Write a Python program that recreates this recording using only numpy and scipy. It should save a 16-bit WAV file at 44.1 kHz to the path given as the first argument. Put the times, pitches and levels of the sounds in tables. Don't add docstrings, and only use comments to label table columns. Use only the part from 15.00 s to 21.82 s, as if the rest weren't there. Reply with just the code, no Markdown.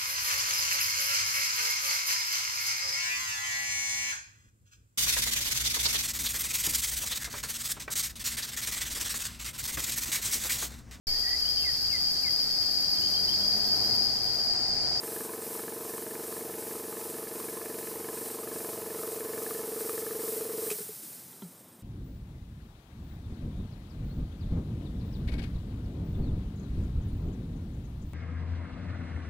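import sys
import numpy as np
from scipy import signal
from scipy.fft import rfft, irfft
from scipy.io import wavfile

SR = 44100
rng = np.random.default_rng(int(sys.argv[2]) if len(sys.argv) > 2 else 0)


def wav_out(sig):
    wavfile.write(sys.argv[1], SR, np.round(np.clip(np.atleast_2d(sig).T, -1, 1) * 32767).astype(np.int16))


N = 300950
TIME = np.arange(N) / SR
TURNS_PER_S, TURN_COUNT = 23.258, 136
START_ANGLE_TURNS, AIR_OFF_S = -.0125, 5.698


def undb(db):
    return 10 ** (np.asarray(db) / 20)

def curves(table):
    s, *columns = np.transpose(table)
    return [np.interp(TIME, s, column) for column in columns]

def walk(rate_hz):
    knots = np.arange(0, N / SR + 1, 1 / rate_hz)
    return 1.2 * np.interp(TIME, knots, rng.standard_normal(len(knots)))

def flutter(rate_hz):
    knots = np.arange(0, N / SR + 1, 1 / rate_hz)
    return np.interp(TIME, knots[1:], np.diff(rng.standard_normal(len(knots))))

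def noise(spectrum):
    hz, db = np.transpose(spectrum)
    bin_hz = np.arange(N // 2 + 1) * SR / N
    gain = undb(np.interp(np.log(bin_hz + 1), np.log(hz), db, left=-90, right=-90))
    coloured = irfft(rfft(rng.standard_normal(N)) * gain, N)
    return coloured / coloured.std()

def ring(x, hz, width_hz):
    return signal.lfilter(*signal.iirpeak(hz, hz / width_hz, fs=SR), x + 1e-18)

def body(x, modes, vary_db=0):
    return sum((-1) ** k * undb(db) * ring(x * undb(vary_db * walk(23)), hz, width)
               for k, (hz, width, db) in enumerate(modes))

def soften(x, hz):
    return signal.sosfilt(signal.butter(2, hz, fs=SR, output="sos"), x + 1e-18)

def cushion(x, hz):
    return signal.sosfiltfilt(signal.butter(6, hz, fs=SR, output="sos"), x + 1e-18)

def thin_bass(x):
    return signal.sosfilt(signal.butter(6, 90, "high", fs=SR, output="sos"), x)

def blows(times, sizes):
    return np.bincount(np.clip(np.ravel(times) * SR, 0, N - 1).astype(int), np.ravel(sizes), N)

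def bursts(times, db, decay_s):
    return signal.lfilter([1], [1, -np.exp(-1 / (decay_s * SR))], blows(times, undb(db)) + 1e-18)

def each_turn(angles, sizes):
    turn = np.arange(len(angles))[:, None] - 1
    times = (turn + angles - START_ANGLE_TURNS) / TURNS_PER_S
    return blows(times, sizes * (times > 0) * (times < AIR_OFF_S))

def crank_motion(coast_s=0.082):
    return np.exp(-np.maximum(TIME - AIR_OFF_S, 0) / coast_s)


# frequency in Hz, relative density in dB.
GARDEN_SPECTRUM = [(25, -28), (60, -26.5), (115, -2.5), (175, 1), (265, -2.5), (560, -9.5), (750, -12),
                   (1350, -16.5), (2600, -25), (4000, -21)]
def garden(db=-57):
    return undb(db) * noise(GARDEN_SPECTRUM)

def plop(start_s=6.421, db=-39, start_hz=250, end_hz=168, glide_s=0.012, length_s=0.053):
    age = np.maximum(TIME - start_s, 0)
    hz = end_hz + (start_hz - end_hz) * np.exp(-age / glide_s)
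    phase = 2 * np.pi * np.cumsum(hz * (age > 0)) / SR
    return thin_bass(undb(db) * np.exp(-(age / length_s) ** 3) * np.sin(phase))

# frequency in Hz, relative density in dB.
RUMBLE_SPECTRUM = [(40, -43), (75, -21), (130, -33), (250, 4), (450, 3), (700, -2), (1500, -7.5),
                   (3000, -15)]
def bearings(near, db=-53.5, close_db=-57, close_hz=520, close_width_hz=130):
    close = ring(ring(noise(RUMBLE_SPECTRUM), close_hz, close_width_hz), close_hz, close_width_hz)
    rumble = undb(db) * noise(RUMBLE_SPECTRUM)
    return crank_motion() * (rumble + undb(close_db) * near * close / close.std())

# time in seconds, then relative levels in dB of the lower sideband,
# the carrier and the upper sideband.
FEED_TONES = [(0, -66, -60, -55), (.2, -66, -60, -56), (.6, -65, -64, -67), (2.3, -65, -75, -72),
              (3.1, -62, -71, -63), (3.6, -61, -62, -59), (4.3, -70, -62, -59), (4.9, -78, -59, -60),
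              (5.5, -63, -57.5, -57.5), (5.74, -67, -60, -61), (5.95, -110, -110, -110)]
def air_feed(carrier_hz=634.8, db=0.5, waver_db=.5):
    tones = [undb(tone_db) * np.sin(2 * np.pi * (carrier_hz + side * TURNS_PER_S) * TIME)
             for side, tone_db in zip((-1, 0, 1), curves(FEED_TONES))]
    return undb(db + waver_db * walk(24)) * sum(tones)

# time in seconds, relative level in dB.
SETTLING_CLICKS = [(6.329, -4), (6.421, 2)]
# frequency in Hz, bandwidth in Hz, gain in dB.
LINKAGE_MODES = [(904, 29, 2), (1370, 25, 1), (2000, 55, -11), (3149, 36, -2), (3550, 120, -8),
                 (4000, 16, -1)]
def linkage(db=-7.0):
    s, click_db = np.transpose(SETTLING_CLICKS)
    return undb(db) * body(blows(s, undb(click_db)), LINKAGE_MODES)

# time in seconds, relative clack and spit levels in dB.
COCK_CONTACTS = [(5.702, 3.5, 2), (5.7133, -3.5, 0), (5.722, -16, -7)]
# frequency in Hz, bandwidth in Hz, gain in dB.
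COCK_MODES = [(1250, 100, 0.5), (2600, 160, 8), (3270, 1500, -18), (5500, 620, -15), (7900, 720, -6)]
# frequency in Hz, relative density in dB.
SPIT_SPECTRUM = [(900, -20), (2500, -2), (3700, -5), (5500, -2), (9300, 0), (15500, -4)]
def air_cock(db=-24.0, scrape_s=0.0034, spit_db=-37.0, spit_s=0.0093):
    s, clack_db, puff_db = np.transpose(COCK_CONTACTS)
    clack = body(bursts(s, clack_db, scrape_s) * rng.standard_normal(N), COCK_MODES)
    spit = bursts(s, puff_db, spit_s) * noise(SPIT_SPECTRUM)
    return undb(db) * clack + undb(spit_db) * spit

# time in seconds, relative level in dB.
HISS_FLOOR = [(0, -44), (1.1, -43.5), (2.6, -43.5), (3.7, -44), (4.3, -43), (5.1, -41.5), (5.7, -42)]
# start and end in seconds, rise in dB before the step and arch shares.
AIR_SURGES = [(0.03, 0.272, 4.5), (0.415, 0.652, 3.5), (.82, 1.035, 2), (1.193, 1.415, 2), (1.572, 1.8, 2),
              (1.967, 2.177, 2), (2.355, 2.57, 2), (2.76, 2.958, 2), (3.133, 3.363, 3.6), (3.53, 3.78, 3.7),
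              (3.93, 4.18, 2.5), (4.35, 4.603, 2.5), (4.788, 5.013, 3), (5.202, 5.426, 4), (5.58, 5.84, 4),
              (6.017, 6.214, 1.8)]
def flow(step_share, arch_share, drain_db_per_s, drain_db_per_s2=6, edge_s=0.01):
    surge_db = 0
    for opens, closes, rise_db in AIR_SURGES:
        step = (np.tanh((TIME - opens) / edge_s) - np.tanh((TIME - closes) / edge_s)) / 2
        arch = np.sin(np.pi * np.clip((TIME - opens) / (closes - opens), 0, 1))
        surge_db = surge_db + rise_db * (step_share * step + arch_share * arch)
    off_s = np.maximum(TIME - AIR_OFF_S, 0)
    drain_db = drain_db_per_s * off_s + drain_db_per_s2 * off_s ** 2
    return undb(curves(HISS_FLOOR)[0] + surge_db - drain_db)

# frequency in Hz, relative density in dB.
JET_SPECTRUM = [(6000, -35), (7500, -6), (9200, 3.5), (11500, 5.5), (12800, 2.5), (14500, 3.5),
                (16000, -0.5)]
BEAM_SPECTRUM = [(10500, -27), (12500, -6), (14000, -1), (16000, 2)]
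RUSH_SPECTRUM = [(700, -7), (1500, -6), (3500, -6.5), (4000, -3), (5300, -0.5), (6400, -0.5), (7500, 1.5),
                 (10000, -28)]
# frequency in Hz, bandwidth per stage in Hz, relative level in dB.
PORT_MODES = [(5150, 690, -18), (8490, 1100, -3.5), (13160, 870, -5.5), (14700, 1500, -12)]
def exhaust(near, beam_db=-4, rush_db=-8.0, port_db=-8.5, flutter_db=0.57, waver_db=1.7, drift_db=1.0):
    jet = flow(step_share=0.23, arch_share=0.58, drain_db_per_s=13.5) * noise(JET_SPECTRUM)
    beam = flow(step_share=0.64, arch_share=.7, drain_db_per_s=13.0) * noise(BEAM_SPECTRUM)
    rush = flow(step_share=0.58, arch_share=0.068, drain_db_per_s=10.5) * noise(RUSH_SPECTRUM)
    port_gain = undb(port_db) * flow(step_share=1.65, arch_share=.15, drain_db_per_s=6.0)
    air = jet + undb(beam_db) * near * beam + undb(rush_db) * rush
    for hz, width, db in PORT_MODES:
        port = ring(ring(rng.standard_normal(N), hz, width), hz, width)
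        level_db = db + waver_db * flutter(40) + drift_db * walk(9)
        air = air + port_gain * undb(level_db) * port / port.std()
    return air * undb(flutter_db * flutter(70))

# time in seconds, then drive in dB to the low, middle and high crank modes.
HARD_KNOCKS = [(.036, -2, -8, -21), (0.163, -9, 0, -20), (.207, -4, -6, -9), (.335, -14, -6, -16),
               (0.553, -2, -15, -10), (.594, -2, -6, -13), (.681, -3, -4, -9), (.98, -2, -18, -11),
               (1.068, -18, -8, -18), (1.153, -15, -5, -8), (1.325, -2, -7, -14), (1.712, -20, 0, -18),
               (1.927, 0, -4, -11), (2.229, -1, -21, -20), (2.272, -18, -3, -18), (2.4, -3, -16, -20),
               (2.487, -11, -2, -8), (2.616, -3, -1.5, -18), (2.658, -2, -3, -7), (2.743, -5, -15, -8),
               (2.788, -14, -6, -7), (2.872, -10, -2, -8), (3.086, -9, -5, -20), (3.175, -15, -8, -15),
               (3.303, -10, -8, -15), (3.434, -1, -15, -18), (3.474, -7, -7, -20), (3.605, -21, -11, -3),
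               (4.034, 1, -9, -20), (4.206, -8, -5, -7), (4.378, 0, -13, -5), (4.464, -10, 1, -14),
               (4.509, 5.5, -10, -20), (4.807, -20, -6, -5), (4.895, 6, -15, -3), (4.978, -3, -2, -15),
               (5.066, -12, 1, -13), (5.11, -19, -4, -13), (5.152, -23, -5, -16), (5.196, -15, -6, -17),
               (5.28, -15, -5, -18), (5.41, -17, -9, -12), (5.498, -2, -15, -15), (5.668, -6, -2, -20)]
# frequency in Hz, bandwidth in Hz, gain in dB.
CRANK_MODES = [(1200, 115, -0.5), (1717, 70, 2.5), (2360, 130, -4)]
def bearing_knocks():
    s, *drive_db = np.transpose(HARD_KNOCKS)
    return sum((-1) ** k * ring(blows(s, undb(mode_db + drive_db[k])), hz, width)
               for k, (hz, width, mode_db) in enumerate(CRANK_MODES))

# time in seconds, relative shove and contact levels in dB,
# pitch in Hz, bandwidth in Hz, relative thump level in dB.
FINAL_STROKES = [(5.7098, 8, -16, 423, 23, 6), (5.786, -6, -8, 436, 80, -7), (5.803, -1.5, -25, 423, 26, 4),
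                 (5.889, -2, -24, 428, 24, 0), (6.031, -14.5, -27.5, 323, 35, -20),
                 (6.422, -11, -12, 386, 24, -21)]
def rocking(db=17, push_width_hz=90, thump_hz=200, thump_width_hz=45):
    notes = 0
    for s, shove_db, _, hz, width, _ in FINAL_STROKES:
        push = ring(blows([s], undb(shove_db)), hz, push_width_hz)
        notes = notes + ring(push, hz, width)
    s, *_, thump_db = np.transpose(FINAL_STROKES)
    thumps = soften(blows(s, undb(thump_db)), 2 * thump_hz)
    return undb(db) * notes + thin_bass(ring(thumps, thump_hz, thump_width_hz))

# crank angle in turns, relative level in dB,
# timing spread in turns, treble cutoff in Hz.
TURN_CONTACTS = [(.02, -14.5, 0.024, 1120), (.09, -13, 0.035, 2000), (.335, -5, 0.0081, 900),
                 (0.372, -11.5, 0.0082, 1310), (0.566, -11, 0.007, 1020), (0.707, -13.5, 0.015, 2500),
                 (.76, -10, 0.0057, 3380), (0.788, -9, 0.0142, 3550), (0.819, -12, 0.021, 3020),
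                 (0.876, -17.5, 0.021, 1800)]
# frequency in Hz, bandwidth in Hz, gain in dB.
CASE_MODES = [(638.5, 51, 6.5), (772, 73, 3), (831, 85, 5), (1035, 100, 4.5), (1280, 57, 1.5),
              (1517, 56, -2), (1740, 80, 2.5), (2220, 56, -3), (2500, 63, -3), (3020, 160, -9),
              (4140, 710, -10.5)]
CLOSE_CASE_MODES = [(1226, 100, 6), (2450, 200, -6)]
# time in seconds, relative level in dB.
CLATTER_LEVELS = [(0, -48.5), (1.2, -50), (3.3, -50), (4.4, -49.5), (5.65, -54)]
def clatter(near, scatter_db=0.5, rub_db=-46, gain_db=0.67):
    drive = undb(rub_db) * crank_motion() * rng.standard_normal(N)
    for angle, db, play, cutoff_hz in TURN_CONTACTS:
        late, strong = rng.standard_normal((2, TURN_COUNT, 1))
        taps = each_turn(angle + play * late, undb(db + scatter_db * strong))
        drive = drive + soften(taps, cutoff_hz)
    s, _, contact_db, *_ = np.transpose(FINAL_STROKES)
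    case = body(drive + blows(s, undb(contact_db)), CASE_MODES, vary_db=1.96)
    case = case + near * body(drive, CLOSE_CASE_MODES)
    running_rms = np.sqrt(np.mean(case[TIME < AIR_OFF_S] ** 2))
    return case / running_rms * undb(curves(CLATTER_LEVELS)[0] + gain_db)

def cylinder_hum(db=-29.0, start_hz=461.5, sag_hz_per_s=1415, angle_turns=.7852,
                 attack_s=0.0021, length_s=0.0276, scatter_db=0.6, detune=0.004):
    turns = TIME * TURNS_PER_S + START_ANGLE_TURNS + 1 - angle_turns
    turn = np.clip(turns.astype(int), 0, TURN_COUNT - 1)
    age = turns % 1 / TURNS_PER_S
    strong, sharp = rng.standard_normal((TURN_COUNT, 2))[turn].T
    envelope = (1 - np.exp(-age / attack_s)) * np.exp(-(age / length_s) ** 3) * (TIME - age < AIR_OFF_S)
    cycles = start_hz * (1 + detune * sharp) * age - sag_hz_per_s * age ** 2 / 2
    return undb(db + scatter_db * strong) * envelope * np.sin(2 * np.pi * cycles)

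PISTON_SHOVES = [(.685, 1.15), (.778, .19), (.806, .35), (.889, .96), (1.005, .4)]
# frequency in Hz, bandwidth in Hz, gain in dB.
BASE_MODES = [(179.8, 23, -.5), (247.2, 71.6, 10), (276.1, 130, 10.7), (428.2, 26.1, 12), (469, 22, 11.5),
              (541.7, 22, 4), (94, 14, -3)]
def pistons(near, play_turns=0.0005, scatter_db=.7, base_db=-0.1, closer_db=-0.9,
            hum_mode=3, handover_db=-8.3, push_hz=800, cushion_hz=660):
    angle, force = np.transpose(PISTON_SHOVES)
    late, strong = rng.standard_normal((2, TURN_COUNT, len(PISTON_SHOVES)))
    shoves = each_turn(angle + play_turns * late, force * undb(scatter_db * strong))
    drive = cushion(soften(shoves, push_hz), cushion_hz)
    modes = [(hz, width, db + (k == hum_mode) * handover_db * near)
             for k, (hz, width, db) in enumerate(BASE_MODES)]
    hum = near * cylinder_hum()
    base = undb(base_db + closer_db * near) * body(drive, modes, vary_db=0.36)
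    return hum - thin_bass(base)

# time in seconds, share of the close sound in dB.
NEARNESS = [(0, -38), (3.0, -33), (3.7, -27), (4.0, -8.5), (4.5, -7), (5.3, -4.3), (5.7, -4.6)]
def scene():
    near = undb(curves(NEARNESS)[0])
    engine = pistons(near) + rocking() + clatter(near) + bearing_knocks() + bearings(near) + linkage()
    mono = engine + air_feed() + exhaust(near) + air_cock() + plop() + garden()
    return np.array([mono, mono])

def record(dry, cutoff_hz=15380):
    return signal.sosfilt(signal.ellip(12, .1, 90, cutoff_hz, fs=SR, output="sos"), dry)


dry = scene()
out = record(dry)
wav_out(out)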